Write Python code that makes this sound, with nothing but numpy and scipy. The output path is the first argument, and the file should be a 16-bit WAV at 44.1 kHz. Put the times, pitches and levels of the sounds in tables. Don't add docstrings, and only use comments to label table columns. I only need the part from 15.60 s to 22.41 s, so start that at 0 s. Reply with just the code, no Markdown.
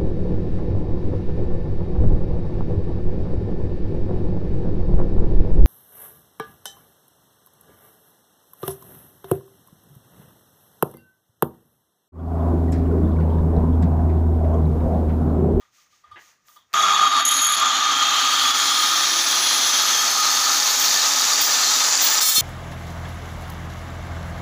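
import sys
import numpy as np
from scipy import signal
from scipy.fft import rfft, irfft, next_fast_len
from scipy.io import wavfile

SR = 44100
rng = np.random.default_rng(int(sys.argv[2]) if len(sys.argv) > 2 else 0)


def voltage_ratio(decibels):
    exponent = np.asarray(decibels, float) / 20
    return 10 ** exponent


def to_wav(sig):
    pcm = np.clip(np.atleast_2d(sig), -1, 1) * 32767
    pcm = np.round(pcm).astype(np.int16)
    wavfile.write(sys.argv[1], SR, pcm.T)


N = 300321
T = np.arange(N) / SR
SWITCH_S = 1.139


def motor():
    breakaway_s, run_up_s, run_up_bend, top_turns_hz = 1.548, 1.2934, 0.838, 447.4
    speed = 1 - np.exp(-(np.maximum(T - breakaway_s, 0) / run_up_s) ** run_up_bend)
    turns = top_turns_hz * speed
    phase = 2 * np.pi * np.cumsum(turns + 0.204 * drift(4.2)) / SR
    boom_db, rattle_db, rush_db, hiss_db = efforts(speed)
    sound = gears(speed, boom_db, rattle_db)
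    sound = sound + fan(phase) * voltage_ratio(rush_db + 1)
    sound = sound + sparks(hiss_db)
    sound = sound + rotor_tones(turns, phase)
    sound = sound + stalled_hum() + handle(speed)
    held_down_db = -9 * during(BITE[0][0], 9, edge=0.049)
    return during(SWITCH_S, 9, edge=0.004) * voltage_ratio(held_down_db) * sound


# t/s, level/dB
SHAKE = [(1.15, -19.5), (1.21, -18.5), (1.48, -17.5), (1.5, -23), (1.6, -16.5), (1.64, -27), (1.98, -25.5),
         (2.03, -17), (2.14, -21.5), (2.56, -21), (3.43, -26.5), (3.51, -33.5), (4.69, -28), (4.72, -32.5),
         (4.89, -24), (5.02, -38), (6.09, -34), (6.8, -54)]
# t/s, level/dB, half width/s
FALTERS = [
    (1.2, 2.5, 0.28),
    (1.49, -7.5, .05),
    (1.63, -14, 0.016),
    (1.88, -6.5, 0.052),
]


def efforts(speed):
    shake = in_time(SHAKE) + 25
    sag = sum(db * swell(s, half) for s, db, half in FALTERS)
    jolt = sum(swell(s + 0.024, 0.04) for s, *_ in BRUSHES[:3])
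    jolt = jolt + 1.1 * during(BITE[0][0], 9, edge=0.041)
    mesh_db = -10.5 * step_at(speed, 0.864, 0.0083)
    boom_db = -22.5 + 0.99 * shake
    rattle_db = -23 + 0.2 * shake + mesh_db + 8.5 * jolt
    rush_db = -32.5 + 11 * speed ** 1.2 + sag
    hiss_db = -54.5 + 17 * step_at(speed, 0.53, 0.075) + 1.6 * sag
    return boom_db, rattle_db, rush_db, hiss_db


# f/Hz, width/Hz, level/dB
BOOM = [(788, 98, -15.5), (1004, 364, -18.5), (1106, 34, -7), (1179.5, 17, 1.5), (1229, 25.5, 4.5),
        (1364, 42, -8), (677, 17, -20)]
# f/Hz, width/Hz, level/dB
CASE = [(2460, 21, -13), (3025, 63, -5), (3230, 45, 1.5), (3393, 73, 1.5), (3609, 13.6, 4), (3768, 32, 0),
        (3980, 39, -15), (4400, 200, -10), (6550, 23, 1), (6800, 94, -8), (7170, 74, -8.5),
        (10200, 34, -20.5), (11700, 450, -28), (1930, 20, -18.5)]
# f/Hz, density/dB per Hz
RATTLE = [(35, -87), (60, -89), (201, -12), (535, -23), (1070, -28), (1210, -10.5), (1630, 4), (2660, -1.5),
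          (3280, 0), (4440, -17), (6750, -79), (7760, -67), (15600, -72)]


def gears(speed, boom_db, rattle_db):
    torque_pulses = np.exp(-(T - SWITCH_S) / 0.5) * np.cos(2 * np.pi * 99.6 * T)
    teeth = grit(5000, 2.52) * (1 + 0.68 * torque_pulses)
    stiffen_db = 13
    stiff_db = stiffen_db * speed ** 3
    housing = resonate(teeth * voltage_ratio(-stiff_db / 2), BOOM[:4], flicker_db=1.2)
    housing = housing + resonate(teeth, BOOM[4:], flicker_db=1.2)
    housing = housing - resonate(teeth * voltage_ratio(stiff_db - stiffen_db / 2), [(1275, 57, -3)])
    boom = rms_one(low_pass(housing, 4, 1500)) * voltage_ratio(boom_db + 1.0)
    case = rms_one(resonate(teeth, CASE, flicker_db=2.5)) + voltage_ratio(-7) * coloured(teeth, RATTLE)
    return boom + case * voltage_ratio(rattle_db + 2.5)


# f/Hz, density/dB per Hz
RUSH = [(35, -70), (60, -49), (168, -23), (266, -21), (301, -21), (697, -9), (1150, -3.5), (2210, -7.5),
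        (5220, -5.5), (6170, 2), (9000, -25.5), (11700, -55), (19800, -120)]
# f/Hz, width/Hz, level/dB
AIRWAY = [(837, 51, -2), (1264, 30, 9.5), (1766, 15, 8), (3640, 60, 10.5), (3797, 5.7, 17),
          (4186, 164, 11.5)]
# multiple of turns, width/Hz, level/dB
HUMPS = [(11.5, 220, -5.5), (13.5, 300, -4.5), (16.5, 480, -1)]


def fan(phase):
    air = coloured(grit(5000, 2.56), RUSH) * voltage_ratio(0.87 * drift(26))
    air = air + resonate(air, AIRWAY, flicker_db=2.0)
    for multiple, width, level_db in HUMPS:
        air = air + voltage_ratio(level_db) * drift(width) * np.cos(multiple * phase) * ramp(2.25, 0.24)
    play = [(4700, 520, -9)]   # f/Hz, width/Hz, level/dB
    pings = resonate(resonate(knocking(41), play), play)
    return air + rms_one(pings) * voltage_ratio(-9) * ramp(4.3, 0.64)


# f/Hz, density/dB per Hz
HISS = [(6000, -22.5), (7500, 0), (8500, -8.5), (10500, -1), (12000, -8), (13500, -11), (14600, 0.5),
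        (15600, -3.5)]


def sparks(hiss_db):
    return coloured(grit(9000, 2.0), HISS) * voltage_ratio(hiss_db + 7.5 + 1.0 * drift(32))


# f/Hz, level/dB
WHINE = [(5000, -64), (7700, -49), (9600, -41), (10850, -31.5), (11550, -43), (12200, -38), (12480, -42),
         (12700, -37.5)]
# multiple of turns, level/dB
ORDER_DB = [(12, -55), (12.6, -55)]
# multiple of turns, level/dB off resonance, f/Hz, width/Hz, lift/dB
WOBBLE = [(1, -57, 342, 25, 14), (2, -62, 800, 35, 25)]


def rotor_tones(turns, phase):
    bars = 30
    tones = sum(voltage_ratio(db + 6.5 * drift(1.0)) * np.sin(k * phase) for k, db in ORDER_DB)
    for k, db, hz, width, lift_db in WOBBLE:
        swell_db = lift_db / (1 + ((k * turns - hz) / width) ** 2)
        tones = tones + voltage_ratio(db + swell_db + 2 * drift(5)) * np.sin(k * phase)
    whine_db = np.interp(bars * turns, *np.transpose(list(WHINE) + [(12760, -52)]))
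    whine = voltage_ratio(whine_db + 2.5 + 2.7 * drift(12)) * np.sin(bars * phase)
    tones = tones + whine * during(0, 7.3, edge=0.33)
    return tones * ramp(2.3, 0.28)


# f/Hz, level/dB
HUM = [(199.2, -53), (398.4, -47.5), (699.8, -56), (796.7, -54), (952.8, -50)]


def stalled_hum():
    hum = sum(voltage_ratio(db + 2 + 1.3 * drift(9.1)) * np.sin(2 * np.pi * hz * T) for hz, db in HUM)
    return hum * during(1, 1.52, edge=0.1)


# f/Hz, width/Hz, level/dB
GRIP = [(269.7, 24, -46), (378, 30, -54)]


def handle(speed):
    level = voltage_ratio(26 - 3.1 * speed ** 4) * during(1.32, 9, edge=0.18)
    guard_takes_over = 1 - 0.75 * during(1.8, 1.97, edge=0.017)
    return resonate(grit(3000, 0.98), GRIP) * level * guard_takes_over


# t/s, level/dB, die-away t60/s, most excited f/Hz
BRUSHES = [
    (5.193, -25, 0.74, 14200),
    (5.808, -22, 0.36, 15200),
    (6.413, -23, 0.85, 15200),
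    (6.413, -37, .6, 10300),
]
# t/s, level/dB
BITE = [
    (6.609, -19.5),
    (6.65, -17.5),
    (6.685, -16),
    (6.74, -21),
    (6.775, -12),
    (6.81, -17),
]
BLADE_HZ = [1280, 1755, 2256, 2702, 3171, 3562, 3769, 4269, 5076, 5397, 5630, 6050, 6855, 7340, 7665, 8370,
            8974, 9415, 10408, 10797, 11390, 11930, 12190, 12510, 13586, 14130, 14742, 15000, 15251, 15484]
BLADE_DB = [-8, -13, -12, -17, -9, -4, -6, -1, -18, -1, -9, 0, -5, -8, -10, -19.5, -10, -15, -13, -16, -16,
            -15, -19, -17, -10, -10, -11, -12, -5, -14]
# f/Hz, density/dB per Hz
SCRAPE = [(500, -19), (3000, -11), (7000, -1), (8800, -5), (10200, -1), (11800, -5), (13200, -12),
          (15300, -5)]


def blade():
    grains = grit(12000, 2.6)
    touches = np.array([struck(s, db, t60) for s, db, t60, hz in BRUSHES])
    bite = voltage_ratio(in_time(BITE) + 1.2 * drift(37)) * during(BITE[0][0], 9, edge=0.001)
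    scrape_level = bite * voltage_ratio(-5.5) + touches.sum(axis=0) * voltage_ratio(-8)
    out = scrape_level * coloured(grains, SCRAPE)
    first = int(BRUSHES[0][0] * SR)
    for hz, mode_db in zip(BLADE_HZ, BLADE_DB):
        octaves_away = [abs(np.log2(hz / row[3])) for row in BRUSHES]
        near = voltage_ratio([max(-90 * octaves, -17) for octaves in octaves_away])
        force = voltage_ratio(16) * near @ touches[:, first:] + bite[first:] * voltage_ratio(2)
        width = 6 + 0.0021 * hz
        out[first:] += resonate(grains[first:] * force, [(hz, width, mode_db + 19.5 - hz / 4000)])
    return out


# f/Hz, width/Hz, level/dB
GUARD = [(6660, 38, 3), (6790, 36, 11), (6500, 21, 11), (7360, 58, -12), (7840, 27, -31), (8250, 40, -15),
         (9860, 310, -7.5), (10540, 150, -4), (12000, 74, -8), (11400, 150, -19), (12000, 55, -9)]
# f/Hz, width/Hz, level/dB
GUARD_BODY = [(10900, 1800, -14), (6750, 500, -10)]
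# t/s, length/s, level/dB
CHATTERS = [
    (1.585, 0.028, -39),
    (1.647, .3, -29),
]


def guard_chatter():
    attack_s, release_s, sag_db_per_s = 0.0065, 0.047, -11
    start = CHATTERS[1][0]
    throbs_per_s = 39.3 - 16 * np.exp(-np.maximum(T - start, 0) / 0.04)
    since = np.cumsum((T > start) * throbs_per_s) / SR % 1
    throb = 0.28 + np.minimum(since / 0.093, 1) * np.exp(-since / 0.18) * voltage_ratio(1.2 * drift(23))
    level = np.zeros(N)
    for s, length, db in CHATTERS:
        fall = release_s if length > 0.1 else release_s / 5
        release = np.exp(-np.maximum(T - s - length, 0) / fall)
        level += voltage_ratio(db + sag_db_per_s * (T - s)) * ramp(s, attack_s) * release
    buzz = resonate(grit(7200, 4.7) * throb, GUARD + GUARD_BODY)
    buzz = rms_one(low_pass(buzz, 6, 12600))
    drone = voltage_ratio(-40.0 + 2.0 * drift(9.1)) * np.sin(2 * np.pi * 146 * T)
    return (buzz + drone) * level * voltage_ratio(9.5) * during(1.56, 2.03, edge=0.023)


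# t/s, level/dB
SNAPS = [
    (.884, -44),
    (1.1306, -30),
    (1.138, -14),
]


def snaps():
    shape = sum(struck(s, db, 0.011) for s, db in SNAPS)
    spectrum = [(300, -34), (1200, 15), (6500, 7), (10000, -19), (15000, 3)]   # f/Hz, density/dB per Hz
    return shape * coloured(rng.standard_normal(N), spectrum)


# t/s, level/dB, bright part/dB
KNOCKS = [
    (0.0094, -62, -3),
    (0.179, -55, -17),
    (0.325, -55, -18),
    (0.438, -44, -23),
    (0.4714, -57, -22),
    (0.5128, -34.5, -23),
    (0.5423, -44, -26),
    (0.8853, -46, -17),
    (0.961, -42, -14.5),
]
# f/Hz, width/Hz, level/dB
TAP = [(1183, 22, 4), (1225, 18, 5.5)]


def housing_knocks():
    low, bright = np.zeros(N), np.zeros(N)
    for s, level_db, bright_db in KNOCKS:
        low[round(s * SR)] = voltage_ratio(level_db + 43)
        bright += struck(s, level_db + bright_db + 18.5, 0.25)
    rough = rng.standard_normal(N)
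    case = CASE[:8] + CASE[-1:] + [(1000, 310, -2.5)]
    return resonate(low + 1e-18, TAP) + resonate(bright * rough + 1e-18, case)


# t/s, level/dB
CRUNCH = [
    (0.555, -44),
    (0.569, -39.5),
    (0.627, -55),
    (0.66, -72),
]


def footfall():
    stones = [(1640, 210, 4), (2050, 200, 5), (870, 610, -5), (2820, 720, -5), (347, 220, -7)]
    gravel = rms_one(resonate(grit(700, 1.8), stones))
    crunch = gravel * voltage_ratio(in_time(CRUNCH)) * during(0.557, 0.77, edge=0.004)
    ground = [(40, -5), (95, 10), (300, -14), (900, -38)]   # f/Hz, density/dB per Hz
    thud = voltage_ratio(-65) * swell(0.52, 0.044) * coloured(rng.standard_normal(N), ground)
    return crunch + thud


# f/Hz, density/dB per Hz
YARD = [(30, -13), (100, -2), (400, -10), (900, -8), (1220, -4), (1500, -6), (2000, -6.5), (3400, -12.5),
        (5000, -12), (6500, -6), (8000, -18), (13000, -21), (14800, -9), (15600, -18)]


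def surroundings():
    low_db, mid_db, top_db = gated()
    ranges = [(-78, 15, 500), (low_db - 4.5, 500, 2500), (mid_db, 2500, 7500), (top_db, 8500, 30000)]
    yard = sum(voltage_ratio(db) * coloured(rng.standard_normal(N), YARD, lo_hz, hi_hz) for db, lo_hz, hi_hz in ranges)
    creaks = rms_one(resonate(grit(300, 3.8), BOOM + CASE[-1:] + [(1880, 90, -4)]))
    return yard + voltage_ratio(low_db - 3.0) * creaks


# t/s, length/s, level/dB, dull part/dB, bright part/dB
SHUFFLES = [
    (-.05, 0.17, -67, 5, -12),
    (.11, 0.21, -60, -8, -10),
    (.28, 0.18, -62.5, -6, -15),
    (.42, 0.29, -74, 14.5, -14),
    (0.564, 0.23, -58, -2, -8),
    (0.836, 0.22, -65, 0, 8),
    (1.084, 0.16, -73, 15, -2),
]


def gated():
    out = []
    for k, shut_db in enumerate((-72, -73.5, -86)):
        lifts = []
        for s, length, db, dull_db, bright_db in SHUFFLES:
            opening = ramp(s, 0.041) * np.clip((s + length - T) / 0.096, 0, 1)
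            lifts.append(opening * max(db + (dull_db, 0, bright_db)[k] - shut_db, 0))
        out.append(shut_db + np.max(lifts, axis=0))
    return out


def rms_one(x):
    return x / np.sqrt(np.mean(x ** 2) + 1e-20)


def in_time(rows):
    return np.interp(T, *np.transpose(rows))


def ramp(start, rise):
    return np.clip((T - start) / rise, 0, 1)


def during(t0, t1, edge):
    return ramp(t0, edge) * np.clip((t1 - T) / edge, 0, 1)


def swell(centre, half):
    return np.exp(-((T - centre) / half) ** 2)


def struck(start, level_db, t60):
    return (T > start) * voltage_ratio(level_db - 60 * np.maximum(T - start, 0) / t60)


def step_at(x, centre, span):
    return 0.5 + 0.5 * np.tanh((x - centre) / span / 2)


def drift(rate):
    r = np.exp(-16 * np.pi * rate / SR)
    slow = signal.lfilter([1], [1, -2 * r, r * r], rng.standard_normal(N // 8 + 4002))[4000:]
    return np.interp(np.arange(N) / 8, np.arange(len(slow)), rms_one(slow))


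def grit(per_s, spread_db):
    sizes = voltage_ratio(spread_db * np.minimum(rng.exponential(1, N), 5)) * rng.choice([-1, 1], N)
    return rms_one(sizes * (rng.random(N) < per_s / SR) + 1e-18)


def knocking(per_s):
    beats = np.diff(np.floor(np.cumsum(per_s * (1 + 0.12 * drift(5))) / SR), prepend=0)
    return beats * voltage_ratio(rng.normal(0, 3.0, N)) + 1e-18


def low_pass(x, order, hz):
    return signal.sosfilt(signal.butter(order, hz, fs=SR, output="sos"), x)


def coloured(x, spectrum, lo_hz=20, hi_hz=30000):
    size = next_fast_len(N)
    hz = np.arange(size // 2 + 1) * SR / size + 1
    points_hz, points_db = np.transpose(spectrum)
    gain = voltage_ratio(np.interp(np.log(hz), np.log(points_hz), points_db))
    gain = gain / np.sqrt((1 + (lo_hz / hz) ** 4) * (1 + (hz / hi_hz) ** 4))
    return rms_one(irfft(rfft(x, size) * gain, size)[:N])


def resonate(x, modes, flicker_db=0.):
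    out = np.zeros(len(x))
    for k, (hz, width, level_db) in enumerate(modes):
        r, w = np.exp(-np.pi * width / SR), 2 * np.pi * hz / SR
        drive = x * voltage_ratio(flicker_db * drift(4.6)) if flicker_db else x
        zeros = np.array([1, 0, -1]) * (1 - r * r) / 2
        poles = [1, -2 * r * np.cos(w), r * r]
        out += (-1) ** k * voltage_ratio(level_db) * signal.lfilter(zeros, poles, drive)
    return out


def scene():
    tool = motor() + blade() + guard_chatter() + snaps() + housing_knocks()
    return (tool + footfall() + surroundings())[None, :]


def band_limit(x):
    return signal.sosfilt(signal.butter(12, 16840, fs=SR, output="sos"), x)


# t/s, level/dB, half width/s
DUCKS = [
    (1.50, -1.5, 0.014),
    (1.636, -2, 0.019),
    (1.962, -8, 0.0034),
    (2.93, -4, 0.012),
    (6.602, -6, 0.0046),
]


def record(dry):
    dips_db = sum(db * np.exp(-((T - s) / half) ** 4) for s, db, half in DUCKS)
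    bump_s, bump_db, bump_hz = 6.783, -21.5, 240
    since = T - bump_s
    bump = voltage_ratio(bump_db) * np.exp(-(since * bump_hz * 3.2) ** 2) * np.cos(2 * np.pi * bump_hz * since - 0.6)
    loud = 0.64 * np.tanh((dry * voltage_ratio(dips_db) + bump) / 0.62)
    top_cut = signal.ellip(12, 0.5, 62, 15490, fs=SR, output="sos")
    mix = signal.sosfilt(top_cut, loud)
    return band_limit(mix)


dry = scene()
out = record(dry)
to_wav(out)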